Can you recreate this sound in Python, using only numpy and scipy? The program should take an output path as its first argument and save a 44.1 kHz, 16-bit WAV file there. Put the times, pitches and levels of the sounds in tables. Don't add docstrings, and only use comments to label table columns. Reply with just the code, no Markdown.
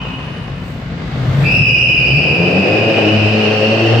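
import sys
import numpy as np
from scipy import signal
from scipy.fft import rfft, irfft, next_fast_len
from scipy.io import wavfile
from scipy.ndimage import uniform_filter1d, minimum_filter1d

SR = 44100
rng = np.random.default_rng(int(sys.argv[2]) if len(sys.argv) > 2 else 0)


def dump(signal):
    limited = np.clip(np.atleast_2d(signal).T, -1, 1)
    pcm = np.round(limited * 32767).astype(np.int16)
    wavfile.write(sys.argv[1], SR, pcm)


N = 176400

# t/s, firing rate f/Hz, firing tone level/dB, octave level/dB
REVS = [(0, 59.03, -32, -47), (.42, 49.75, -40, -36), (1.0, 49.99, -34, -42), (1.4, 52.34, -34, -21),
        (1.6, 56.1, -44, -24.5), (2.04, 63.84, -32, -24), (2.13, 68.06, -30, -16), (2.2, 74, -31.5, -26),
        (2.3, 79.94, -29.5, -26.5), (2.6, 96, -28.5, -19), (2.83, 113.1, -20, -25.5),
        (2.95, 108.1, -29, -26.5), (3.22, 104.7, -10.5, -18.5), (3.42, 106.8, -24.5, -18),
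        (3.7, 110, -21.5, -27), (4, 116.9, -13.5, -26.5)]
CYLINDER_ACCENTS = [0.5, -5, 0.5, 1]
# t/s, multiple of the firing rate, level/dB
FLARES = [(2.91, 5, -15), (3.08, 3, -18.5), (3.635, 5, -17.5), (3.726, 5, -16), (3.855, 3, -14.5)]
# t/s, level/dB
BOOM_ENVELOPE = [(0, -25.5), (.8, -24.5), (1.12, -21.5), (1.44, -16), (1.62, -16), (1.78, -24.5),
                 (2.3, -20), (4, -33.5)]
# t/s, rasp level/dB, clatter level/dB
LOAD = [(0, -34.5, -37.5), (.8, -36, -39), (1.42, -24, -29), (1.8, -28.5, -38), (2.05, -25.5, -35.5),
        (2.42, -15.5, -31), (2.95, -12.5, -27), (3.25, -16.5, -28), (4, -14.5, -27)]
# t/s, level/dB
HISS_ENVELOPE = [(0, -60), (.55, -65), (.68, -52), (.95, -66.5), (1.42, -47.5), (1.8, -56.5), (4, -55)]
# f/Hz, level/dB
BOOM_EQ = [(22, -31.5), (55, -3), (100, -2), (155, 3.5), (195, -5.5), (260, -7.5), (3000, -130)]
RASP_EQ = [(120, -48), (240, -5), (330, 0.5), (550, -1), (760, -6.5), (900, -18), (4000, -76)]
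CLATTER_EQ = [(200, -28.5), (700, 0.5), (1800, 0), (4300, -10.5), (7900, -31), (9500, -46.5),
              (16000, -55.5)]
HISS_EQ = [(5000, -0.5), (8000, 4.5), (9500, -11.5), (11500, -1), (15500, -7.5)]
# centre f/Hz, half-width/Hz, starting level/dB
TAIL_BANDS = [(2540, 49, -33.5), (2800, 26, -35.5), (2975, 74, -32.5), (1020, 270, -32)]
# t/s, f/Hz, level/dB
CHIRPS = [(.145, 2890, -25), (1.468, 2646, -12), (1.525, 2593, -13), (1.655, 2845, -22),
          (1.746, 2530, -7.5), (1.849, 2748, -12.5), (1.979, 2728, -11)]
# t/s, f/Hz, level/dB
PIPE_RING = [(.95, 123.7, -55), (1.25, 129.1, -16), (1.41, 136.9, -14), (1.8, 147, -58)]
# t/s, f/Hz, level/dB
SLIDE = [(1.36, 2330, -84), (1.445, 2437, -18), (1.52, 2554, -9.5), (1.65, 2513, -10), (1.9, 2492, -12),
         (2.03, 2438, -13.5), (2.22, 2461, -13), (2.42, 2451, -18), (2.75, 2480, -16.5), (4, 2654, -19.5)]
# pitch ratio, relative level/dB, octave level/dB against the rib, breaks loose at t/s
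TREAD_RIBS = [(0.959, -21, -6, 1.9), (1.0, -5.5, -18, 1.36), (1.04, -4.5, -24, 1.36),
              (1.11, -7, -25.5, 1.42), (1.17, -11, -33, 1.56)]
# t/s, centre f/Hz, level/dB
SCRUB = [(2, 3096, -60.5), (3.55, 4424, -36.5)]
# f/Hz, left-right correlation
STEREO_CORRELATION = [(170, 1), (640, 0.66), (1500, 0.08)]
# f/Hz, left-over-right level/dB
BALANCE = [(600, 2), (2700, 0.5), (8100, -7), (15000, -12)]

LUMPY_BELOW_HZ, SMOOTH_ABOVE_HZ = 42, 89
THUMP_EDGE_HZ, RASP_TRIM_DB, CLATTER_TRIM_DB = 87, -1.5, 3
RIB_ATTACK_S, SCATTER_GROWTH_PER_S = .079, .0115
ROOM_T60_S, EARLY_T60_S, EARLY_DB = 1.23, .23, -8


def from_db(db):
    return 10 ** (np.asarray(db) / 20)


def unit_power(x):
    return x / np.sqrt(np.mean(x ** 2) + 1e-20)


def levelled(x):
    return x / np.sqrt(uniform_filter1d(np.mean(x ** 2, axis=0), size=7000) + 1e-12)


def automation(rows):
    times, *columns = np.transpose(rows)
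    return [np.interp(np.arange(N) / SR, times, column) for column in columns]


def at_bins(points, size):
    hz, value = np.transpose(points)
    return np.interp(np.log(np.fft.rfftfreq(size, 1 / SR) + 1), np.log(hz), value)


def drift(rate_hz):
    pole = np.exp(-20 * np.pi * rate_hz / SR)
    slow = signal.lfilter([1], [1, -2 * pole, pole * pole], rng.standard_normal(N // 10 + 4002))[4000:]
    return np.interp(np.arange(N) / 10, np.arange(len(slow)), unit_power(slow))


def swell(centre_s, length_s):
    return .5 ** (((np.arange(N) / SR - centre_s) / (length_s / 2)) ** 2)


def diffuse(size):
    mid, side = rfft(rng.standard_normal((2, size)))
    alike = np.clip(at_bins(STEREO_CORRELATION, size), -1, 1)
    return np.sqrt(1 + alike) * mid + np.sqrt(1 - alike) * side * np.array([[1], [-1]])


def noise_band(centre_hz, half_width_hz):
    hz = np.fft.rfftfreq(N, 1 / SR)
    return unit_power(irfft(diffuse(N) / (1 + ((hz - centre_hz) / half_width_hz) ** 2), N))


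def garage(x, direct_db, eq=None):
    t, size = np.arange(SR) / SR, next_fast_len(N + SR)
    decay = from_db(-60 * t / ROOM_T60_S) + from_db(EARLY_DB - 60 * t / EARLY_T60_S)
    echoes = rfft(irfft(diffuse(SR)) * decay, size)
    room = echoes / np.sqrt(np.mean(np.abs(echoes) ** 2)) + from_db(direct_db)
    room /= np.sqrt(uniform_filter1d(np.mean(np.abs(room) ** 2, axis=0), size=140))
    if eq is not None:
        room *= from_db(at_bins(eq, size))
    return irfft(rfft(x, size) * room, size)[:, :N]


def firings(cycles, uneven_db, jitter_s):
    onsets = np.flatnonzero(np.diff(np.floor(cycles)))
    timing, strength = rng.standard_normal((len(onsets), 2)).T
    when = np.clip(onsets + jitter_s * SR * timing, 0, N - 1).astype(int)
    pulses = np.zeros(N)
    pulses[when] = from_db(np.resize(CYLINDER_ACCENTS, len(onsets)) + uneven_db * strength)
    return unit_power(pulses)


def engine_hum(cycles, firing_db, octave_db):
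    phase = 2 * np.pi * cycles
    tones = from_db(firing_db + 2 * drift(15)) * np.sin(phase)
    tones += from_db(octave_db + 3.6 * drift(7.7)) * np.sin(2 * phase + .27 * drift(11))
    for at_s, multiple, db in FLARES:
        tones += from_db(db) * swell(at_s, length_s=.056) * np.sin(multiple * phase)
    return np.sqrt(2) * tones


def exhaust_boom(cycles, firing_hz, puffs):
    pulses = firings(cycles, uneven_db=5, jitter_s=.0014)
    boom = garage(pulses + puffs, direct_db=-4, eq=BOOM_EQ)
    thump = signal.sosfiltfilt(signal.butter(4, THUMP_EDGE_HZ, fs=SR, output="sos"), boom)
    smoothness = np.clip((firing_hz - LUMPY_BELOW_HZ) / (SMOOTH_ABOVE_HZ - LUMPY_BELOW_HZ), 0, 1)
    return from_db(automation(BOOM_ENVELOPE)[0]) * levelled(boom - smoothness * thump)


def engine():
    firing_hz, firing_db, octave_db = automation(REVS)
    rasp_db, clatter_db = automation(LOAD)
    cycles = np.cumsum(firing_hz * (1 + .01057 * drift(8.6))) / SR
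    hum = engine_hum(cycles, firing_db, octave_db)
    puffs = unit_power(rng.standard_normal(N) * np.exp(np.cos(2 * np.pi * cycles)))
    boom = exhaust_boom(cycles, firing_hz, puffs)
    tight_pulses = firings(cycles, uneven_db=3, jitter_s=.00018)
    rasp = garage(tight_pulses + from_db(-4.5) * puffs, direct_db=-15, eq=RASP_EQ)
    clatter = garage(puffs, direct_db=-10.5, eq=CLATTER_EQ)
    hiss = garage(puffs, direct_db=-22, eq=HISS_EQ)
    surge_db = 1.1 * drift(13)
    rasp = from_db(rasp_db + RASP_TRIM_DB + surge_db) * levelled(rasp)
    clatter = from_db(clatter_db + CLATTER_TRIM_DB + surge_db / 2) * levelled(clatter)
    hiss = from_db(automation(HISS_ENVELOPE)[0]) * levelled(hiss)
    return hum + boom + rasp + clatter + hiss


def squeal_tail(decay_db_per_s=23):
    bands = sum(from_db(db) * noise_band(hz, half_width) for hz, half_width, db in TAIL_BANDS)
    return bands * from_db(-decay_db_per_s * np.arange(N) / SR)


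def tread_chirps(length_s=.029):
    t = np.arange(N) / SR
    rings = sum(from_db(db) * swell(at_s, length_s) * np.sin(2 * np.pi * hz * t)
                for at_s, hz, db in CHIRPS)
    return garage(rings, direct_db=2.5)


def whistle(level_db=-66.5):
    envelope = from_db(level_db) * swell(centre_s=.34, length_s=.45)
    return envelope * noise_band(centre_hz=10500, half_width_hz=140)


def pipe_bark():
    hz, level_db = automation(PIPE_RING)
    phase = 2 * np.pi * np.cumsum(hz * (1 + .022 * drift(14))) / SR
    return np.sqrt(2) * from_db(level_db) * np.sin(phase)


def tyre_squeal(third_harmonic_db=-44):
    hz, level_db = automation(SLIDE)
    t = np.arange(N) / SR
    ribs = np.zeros(N)
    for ratio, rib_db, octave_db, start_s in TREAD_RIBS:
        wander = .9 * drift(18) + .445 * drift(217.3)
        phase = 2 * np.pi * np.cumsum(hz * ratio * (1 + SCATTER_GROWTH_PER_S * t * wander)) / SR
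        tone = np.sin(phase) + from_db(octave_db) * np.sin(2 * phase)
        tone += from_db(third_harmonic_db) * np.sin(3 * phase)
        attack = np.clip((t - start_s) / RIB_ATTACK_S, 0, 1) ** 2
        ribs += attack * from_db(rib_db + 3.8 * drift(26)) * tone
    return garage(from_db(level_db) * levelled(ribs[None])[0], direct_db=-12.5)


def tyre_scrub():
    hz, level_db = automation(SCRUB)
    band = signal.hilbert(noise_band(hz.mean(), half_width_hz=190))
    frequency_shift = np.exp(2j * np.pi * np.cumsum(hz - hz.mean()) / SR)
    return from_db(level_db) * np.real(band * frequency_shift)


def scene():
    fade_in = np.minimum(np.arange(N) / (.004 * SR), 1)
    motor = engine() + pipe_bark()
    tyres = tyre_squeal() + tread_chirps() + tyre_scrub() + squeal_tail()
    return fade_in * (motor + tyres + whistle())


def record(dry):
    ceiling, cutoff_hz = .95, 15700
    tilt_db = at_bins(BALANCE, 2 * N) * np.array([[.5], [-.5]])
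    stereo = irfft(rfft(dry, 2 * N) * from_db(tilt_db))[:, :N]
    peaks = np.maximum(np.abs(stereo).max(axis=0), ceiling)
    gain = minimum_filter1d(ceiling / peaks, size=800)
    limited = stereo * uniform_filter1d(uniform_filter1d(gain, size=400), size=400)
    return signal.sosfilt(signal.ellip(10, .1, 80, cutoff_hz, fs=SR, output="sos"), limited)


dry = scene()
out = record(dry)
dump(out)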